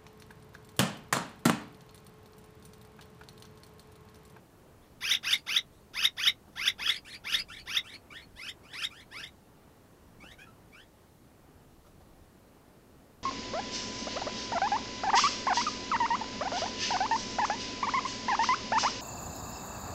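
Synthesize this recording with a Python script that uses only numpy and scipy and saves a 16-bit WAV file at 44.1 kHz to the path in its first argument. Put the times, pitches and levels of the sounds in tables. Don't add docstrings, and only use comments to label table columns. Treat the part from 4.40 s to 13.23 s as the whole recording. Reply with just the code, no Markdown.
import sys
import numpy as np
from scipy import signal
from scipy.fft import rfft, irfft, next_fast_len
from scipy.io import wavfile
from scipy.ndimage import uniform_filter1d, map_coordinates

SR = 44100
rng = np.random.default_rng(int(sys.argv[2]) if len(sys.argv) > 2 else 0)


def amplitude_ratio(level_db):
    exponent = np.asarray(level_db, float) / 20
    return 10 ** exponent


def persist_wave(psi):
    counts = np.round(np.clip(psi, -1, 1) * 32767).astype(np.int16)
    wavfile.write(sys.argv[1], SR, np.atleast_2d(counts).T)


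N = 389403

# [t/s, level/dB]
GUSTS = [(0.0, -68), (2.11, -63.5), (2.88, -67), (2.95, -54), (3.81, -70.5), (3.96, -50), (4.01, -69),
         (5.61, -68.5), (5.63, -60), (6.69, -69), (7.84, -59.5), (7.92, -69), (8.73, -67.5), (8.83, -60.5)]
# [f/Hz, level/dB]
WIND_COLOUR = [(11, -33), (18, 11.5), (59, 8), (97, 4.5), (167, 0), (200, -3.5), (260, -62), (440, -120)]
HUM_COLOUR = [(35, -40), (60, -0.5), (241, -3.5), (428, -7), (504, -8.5), (574, -10), (644, -10.5),
              (1180, -16), (3000, -28.5), (3900, -69.5), (6600, -120)]
HISS_COLOUR = [(880, 1.5), (1500, -18), (1880, -0.5), (2080, -10.5), (3030, -4), (4420, -3.5), (4690, -5.5),
               (14200, -7.5), (16000, -11)]
# [t/s, peak level/dB, feather hiss level/dB]
FLAPS = [(2.082, -36.5, -33.5), (2.129, -53, -4), (3.299, -52, 14), (3.449, -52, -10), (5.718, -55, -12),
         (5.839, -38.5, -22), (5.919, -40.5, -9), (7.449, -43, -22), (7.469, -40, -17.5),
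         (7.609, -42.5, -16), (7.699, -54.5, -17.5), (7.779, -62, -11.5)]
# [delay t/s, level/dB]
ECHOES = [(.0058, -17), (.0068, -18), (.0127, -17), (.0163, -15), (.0189, -14), (.02, -16), (.0207, -13),
          (.04, -27)]
# [f/Hz, time to fall 60 dB t/s]
YARD_RING = [(500, .1), (2000, .1), (3500, .1), (7000, .085), (14000, .055)]
# [f/Hz, level/dB]
SIDEWAYS = [(600, -8), (1400, 2), (2200, -2), (3000, 3), (3600, -8), (3850, -5), (4300, 0), (4800, -7),
            (5600, -4), (12000, -5)]
# [f/Hz, level/dB]
HOUSING = [(3150, 1), (3380, 8), (3600, 11), (3800, 1), (4150, -10), (4600, 0), (6600, -1), (7400, -19),
           (9500, -5), (11300, 5), (12500, 2), (13400, -11), (14700, 2), (16000, 1)]
HOUSING_ASIDE = [(3100, 0.15), (3550, 5), (4050, -7), (5000, 0), (6200, -4), (7800, -4), (11000, 3),
                 (15000, -10)]
# [t/s, share 0-1]
ASIDE = [
    (2, 0.01),
    (2.3, 0.13),
    (3.4, 0.043),
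    (3.9, 1),
]

# [start t/s, top t/s, start f/Hz, top f/Hz, effort level/dB]
GROUND_BIRD = [
    (5.988, 6.033, 756, 845, -46),
    (6.026, 6.042, 816, 837, -51),
    (6.068, 6.094, 1366, 1296, -61.5),
    (6.092, 6.111, 1310, 1331, -67),
]
FAR_BIRD = [
    (0.404, 0.44, 1417, 1850, -80.5),
    (0.448, 0.471, 1348, 2010, -80),
    (1.327, 1.372, 1669, 2080, -84.5),
    (1.382, 1.409, 1744, 2310, -86.5),
]
# [start t/s, second glide t/s, its length t/ms, effort level/dB, second effort level/dB]
MATE_CALLS = [(0.887, 0.96, 29, -53.5, -64.5), (2.475, 2.548, 19.9, -46, -51),
              (2.652, 2.727, 25, -57, -52.5), (2.901, 2.971, 30.2, -51.5, -45.5),
              (3.087, 3.166, 36, -57, -57), (3.442, 3.521, 30.7, -59, -55.5),
              (3.707, 3.792, 36, -58, -63.5), (4.237, 4.332, 11, -65, -53), (4.503, 4.597, 15.7, -63, -59),
              (5.805, 5.905, 18.4, -64, -62.5), (6.325, 6.424, 22.4, -66, -80)]
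# [start t/s, quick glide t/s, slow top f/Hz, slow effort level/dB, quick effort level/dB]
NEAR_CALLS = [(0.612, 0.691, 1519, -39, -33), (0.834, 0.91, 1517, -38, -31), (1.068, 1.145, 1486, -38, -34),
              (1.539, 1.626, 1530, -40.5, -31), (1.772, 1.853, 1600, -39, -30.5),
              (2.16, 2.256, 1472, -41, -32.5), (2.387, 2.474, 1611, -41.5, -34.5),
              (2.843, 2.924, 1571, -43, -33.5), (3.263, 3.347, 1528, -43, -35.5),
              (3.961, 4.066, 1486, -50, -45.5), (4.326, 4.419, 1527, -46.5, -38.5),
              (4.711, 4.812, 1433, -49, -50)]
# [start t/s, top t/s, start f/Hz, top f/Hz, effort level/dB]
ENCORES = [
    (0.74, 0.755, 1213, 1900, -38.5),
    (4.852, 4.879, 1422, 1944, -57.5),
]

GROUND_VOICE = [-14.5, 1, -12, -13, -19.5]
GRUMBLE_VOICE = [12, -12, -1, -18.5, -22]
MATE_VOICE = [0.5, 6.5, -8, -5, -4.5]
NEAR_VOICE = [-0.5, 2.5, -9, -5.5, -13.5]
# [f/Hz, level/dB]
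MATE_THROAT = [(700, -7), (1200, -5.5), (1700, 2), (2400, 0.5), (3000, -4.5), (4800, 5.5), (6000, 2.5),
               (8000, 1.5), (10500, -5.5), (14000, -19.5)]
NEAR_THROAT = [(600, -7), (1300, -5.5), (2200, 1.5), (3000, -1.5), (5200, 6.5), (6600, -3), (9000, -3.5),
               (11300, -6.5), (14800, -21.5)]
# [t/s, treble tilt level/dB per octave]
MATE_FACING = [(.43, -2.5), (1.368, 8), (2.5, -2), (2.7, 0), (3.15, -1.9), (3.5, -1.4), (3.77, -5.5),
               (4.28, -3), (4.55, -2.5), (5.861, -3), (6.38, -3.5)]
NEAR_FACING = [(.7, 2.7), (.9, 1.5), (1.13, 2), (1.6, 1.8), (1.83, 1.3), (2.23, 0.5), (2.45, -0.5),
               (2.9, 1), (3.331, 0.5), (4.03, 1.3), (4.399, 0.5), (4.799, -0.5)]


def unit(x):
    return x / np.sqrt(np.mean(x ** 2) + 1e-20)


def along(points, hz):
    f, v = np.transpose(points)
    return np.interp(np.log(hz + 1), np.log(f + 1), v)


def wobble(rate, size):
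    knots = rng.standard_normal(int(size * rate / SR) + 4)
    return map_coordinates(knots, [np.arange(size) * rate / SR])


def coloured(x, spectrum):
    m = next_fast_len(N + 8192)
    gain = amplitude_ratio(along(spectrum, np.fft.rfftfreq(m, 1 / SR)))
    return irfft(rfft(x, m) * gain, m)[..., :N]


def rush(spectrum, patchy_db):
    z = signal.stft(rng.standard_normal(N + 512), nperseg=512)[2]
    field = uniform_filter1d(rng.standard_normal(z.shape), 6, 0)
    field = uniform_filter1d(field, 10, 1)
    noise = signal.istft(z * amplitude_ratio(patchy_db * unit(field)), nperseg=512)[1][:N]
    return unit(coloured(noise, spectrum))


def air(birds):
    s, wind_db = np.transpose(GUSTS)
    gust_db = np.interp(np.arange(N) / SR, s, wind_db) - 0.5 + 1.78 * wobble(3.1, N)
    wind = amplitude_ratio(gust_db) * rush(WIND_COLOUR, patchy_db=0.5)
    stirred = amplitude_ratio(-45.5) * np.abs(uniform_filter1d(birds ** 2, 1500)) ** (0.45 / 2)
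    hum_level = amplitude_ratio(-59 + 0.87 * wobble(5, N) + .6 * wobble(1.5, N))
    hum = np.hypot(hum_level, stirred) * rush(HUM_COLOUR, patchy_db=0.54)
    hiss = amplitude_ratio(-68.5) * rush(HISS_COLOUR, patchy_db=-0.6)
    return wind + hum + hiss


def wings():
    t, push, feather = np.arange(N) / SR, np.zeros(N), np.zeros(N)
    for s, db, hiss_db in FLAPS:
        stroke = np.maximum(t - s + 0.0067, 0) / 0.0098
        puff = amplitude_ratio(db) * stroke * np.exp(1 - stroke)
        push += puff
        feather += amplitude_ratio(hiss_db) * puff
    thud = rush([(60, -17.0), (250, 8), (1200, -2), (2500, -25)], patchy_db=-4.5)
    rustle = rush([(1500, -33), (3000, 0), (8000, 9), (15000, -10)], patchy_db=2)
    return amplitude_ratio(-18.0) * push * thud + amplitude_ratio(-13) * feather * rustle


def yard(x, echo_db, tail_db):
    hz, t, z = signal.stft(rng.standard_normal(SR // 3), SR, nperseg=128)
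    fall = amplitude_ratio(-60 * t / along(YARD_RING, hz)[:, None])
    tail = signal.istft(z * fall, SR, nperseg=128)[1]
    tail *= np.minimum(np.arange(len(tail)) / (.005 * SR), 1)
    answer = amplitude_ratio(tail_db) * tail / np.linalg.norm(tail)
    for delay, db in ECHOES:
        rough = np.convolve(rng.standard_normal(9), np.ones(4)) * np.hanning(12)
        answer[round(delay * SR):][:12] += amplitude_ratio(db + echo_db) * rough / np.linalg.norm(rough)
    return x + signal.fftconvolve(coloured(x, SIDEWAYS), answer)[:N]


def song(glides, sag, release, swell_db, break_db, attack, kick, sharp, hook_db):
    pitch, low_side, effort = np.full(N, 1000.), np.full(N, 1000.), np.zeros(N)
    following = list(glides[1:]) + [(np.inf, 0, 0)]
    fresh, tired_db = True, np.zeros(N)
    for (start, top, from_hz, top_hz, bend, db), after in zip(glides, following):
        joined = after[0] - top < .0255
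        if joined:
            end, end_hz = max(after[0], top + .001), after[2]
        else:
            end, end_hz = top + release, sag * top_hz
        begin = start - fresh * .005
        span = slice(round(begin * SR), round(end * SR))
        t = np.arange(span.start, span.stop) / SR
        u = np.minimum((t - start) / (top - start), 1)
        v = np.clip((t - top) / (end - top), 0, 1)

        flick = fresh * kick * top_hz
        climb = (top_hz - from_hz) * (1.1 - bend) * (end - top) / (top - start)
        rise = from_hz + (top_hz - from_hz) * (u + bend * u * (1 - u))
        rise += flick * np.exp(np.minimum(t - top, 0) / 0.003)
        pitch[span] = rise + climb * v + (end_hz - top_hz - flick - climb) * v ** 2.2
        low_side[span] = pitch[span] * (1 + sharp * u)

        onset = .3 + .7 * np.clip((t - begin) / attack, 0, 1) if fresh else 1
        if joined:
            fade = amplitude_ratio(break_db * np.sin(np.pi * v))
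        else:
            fade = amplitude_ratio(hook_db * np.minimum(3 * v, 1)) * np.minimum((1 - v) / .2, 1)
        effort[span] = amplitude_ratio(db + swell_db[not fresh] * (u - .5)) * onset * fade
        tired_db[span] = -16 * np.sqrt(v) * (not joined)
        fresh = not joined
    return pitch, low_side, tired_db, uniform_filter1d(effort, 60)


def bird(tune, voice, throat, facing, count, jitter, flutter_db, breath_db):
    pitch, low_side, tired_db, effort = tune
    on = effort > 1e-7
    tilt_db = np.interp(np.arange(N)[on] / SR, *np.transpose(facing))
    unsteady = 1 + jitter * wobble(300, N)
    tone = np.zeros(N)
    for k in range(1, count + 1):
        db = voice[min(k, len(voice)) - 1] - .6 * max(k - len(voice), 0)
        line = low_side if k == 1 else pitch
        hz = k * (uniform_filter1d(line, 40) * unsteady)[on]
        shake = flutter_db * wobble(220, len(hz))
        level_db = db + along(throat, hz) + tilt_db * np.log2(hz / 3000) + shake
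        gain = amplitude_ratio(level_db + (k == 1) * tired_db[on]) * (hz < .4 * SR)
        tone[on] += gain * np.sin(2 * np.pi * np.cumsum(hz) / SR + rng.uniform(0, 2 * np.pi))
    breath_colour = throat[:4] + [(5500, 5), (8000, -4), (11500, -5), (16000, -12)]
    breath = amplitude_ratio(breath_db) * unit(coloured(rng.standard_normal(N), breath_colour))
    strain = .3 + np.clip(pitch / 1800, 0, 1.2) ** 2
    return effort * (tone + strain * coloured(breath, SIDEWAYS))


def bent(glides, bend):
    return [(*glide[:4], bend, glide[4]) for glide in glides]


def ground_bird():
    chat, grumble = [song(bent(notes, .7), sag=.98, release=.004, swell_db=(0, 0), break_db=-5,
                          attack=.008, kick=0, sharp=0, hook_db=0)
                     for notes in (GROUND_BIRD[:2], GROUND_BIRD[2:])]
    beak = [(500, -6), (1200, -12), (2500, 1.0), (4000, -7), (5500, -12.5), (9000, 4.5)]
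    facing = [(6, 0)]
    sound = bird(chat, GROUND_VOICE, beak, facing, count=9, jitter=.0065, flutter_db=4, breath_db=-7)
    sound += bird(grumble, GRUMBLE_VOICE, beak, facing, count=5, jitter=.007, flutter_db=4, breath_db=-7)
    return yard(sound, -5.5, -8)


def mate_glides():
    rows = bent(FAR_BIRD, .2)
    for s, again, ms, db, second_db in MATE_CALLS:
        lazy = again - s - .07
        start_hz, top_hz = 1190 - 3500 * lazy, 2110 - 17000 * lazy
        break_s = .013 if lazy > .006 else .021
        second_top = again + min(ms, 35) / 1000
        rows += [(s, again - break_s, start_hz, top_hz, .07, db),
                 (again, second_top, 1560, top_hz + 340, .4, second_db)]
    return sorted(rows)


def mate_and_far_bird():
    tune = song(mate_glides(), sag=.86, release=.013, swell_db=(2, 5), break_db=-6,
                attack=.012, kick=.04, sharp=.13, hook_db=-9)
    sound = bird(tune, MATE_VOICE, MATE_THROAT, MATE_FACING, count=12, jitter=.007, flutter_db=4, breath_db=-5)
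    return yard(sound, 2.5, -4)


def near_glides():
    rows = bent(ENCORES, 0)
    for s, again, top_hz, db, quick_db in NEAR_CALLS:
        weak = -38 - db
        top = again - max(.0145 - .0009 * weak, .003)
        bend = np.clip(.52 - 22 * (top - s - .065), 0, .52)
        rows += [(s, top, 625 + 14 * weak, top_hz, bend, db),
                 (again, again + .034, .75 * top_hz, 1940 - 8 * weak, .33, quick_db)]
    return sorted(rows)


def near_bird():
    tune = song(near_glides(), sag=.84, release=.014, swell_db=(5, 6), break_db=-3,
                attack=.026, kick=.05, sharp=.15, hook_db=-12)
    sound = bird(tune, NEAR_VOICE, NEAR_THROAT, NEAR_FACING, count=20, jitter=.007, flutter_db=3.3, breath_db=-6)
    return yard(sound, -2.5, -7)


def scene():
    near = near_bird()
    others = mate_and_far_bird() + ground_bird()
    aside = np.clip(np.interp(np.arange(N) / SR, *np.transpose(ASIDE)), 0, 1)
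    front = coloured((1 - aside) * near + wings(), HOUSING)
    side = coloured(aside * near + others, HOUSING_ASIDE)
    return (front + side + air(near + others))[None]


def roll_off(x):
    return signal.sosfilt(signal.butter(12, 16190, fs=SR, output="sos"), x)


def record(dry):
    mix = coloured(dry, [(15750, 0), (16300, -58.0)])
    return roll_off(mix)


dry = scene()
out = record(dry)
persist_wave(out)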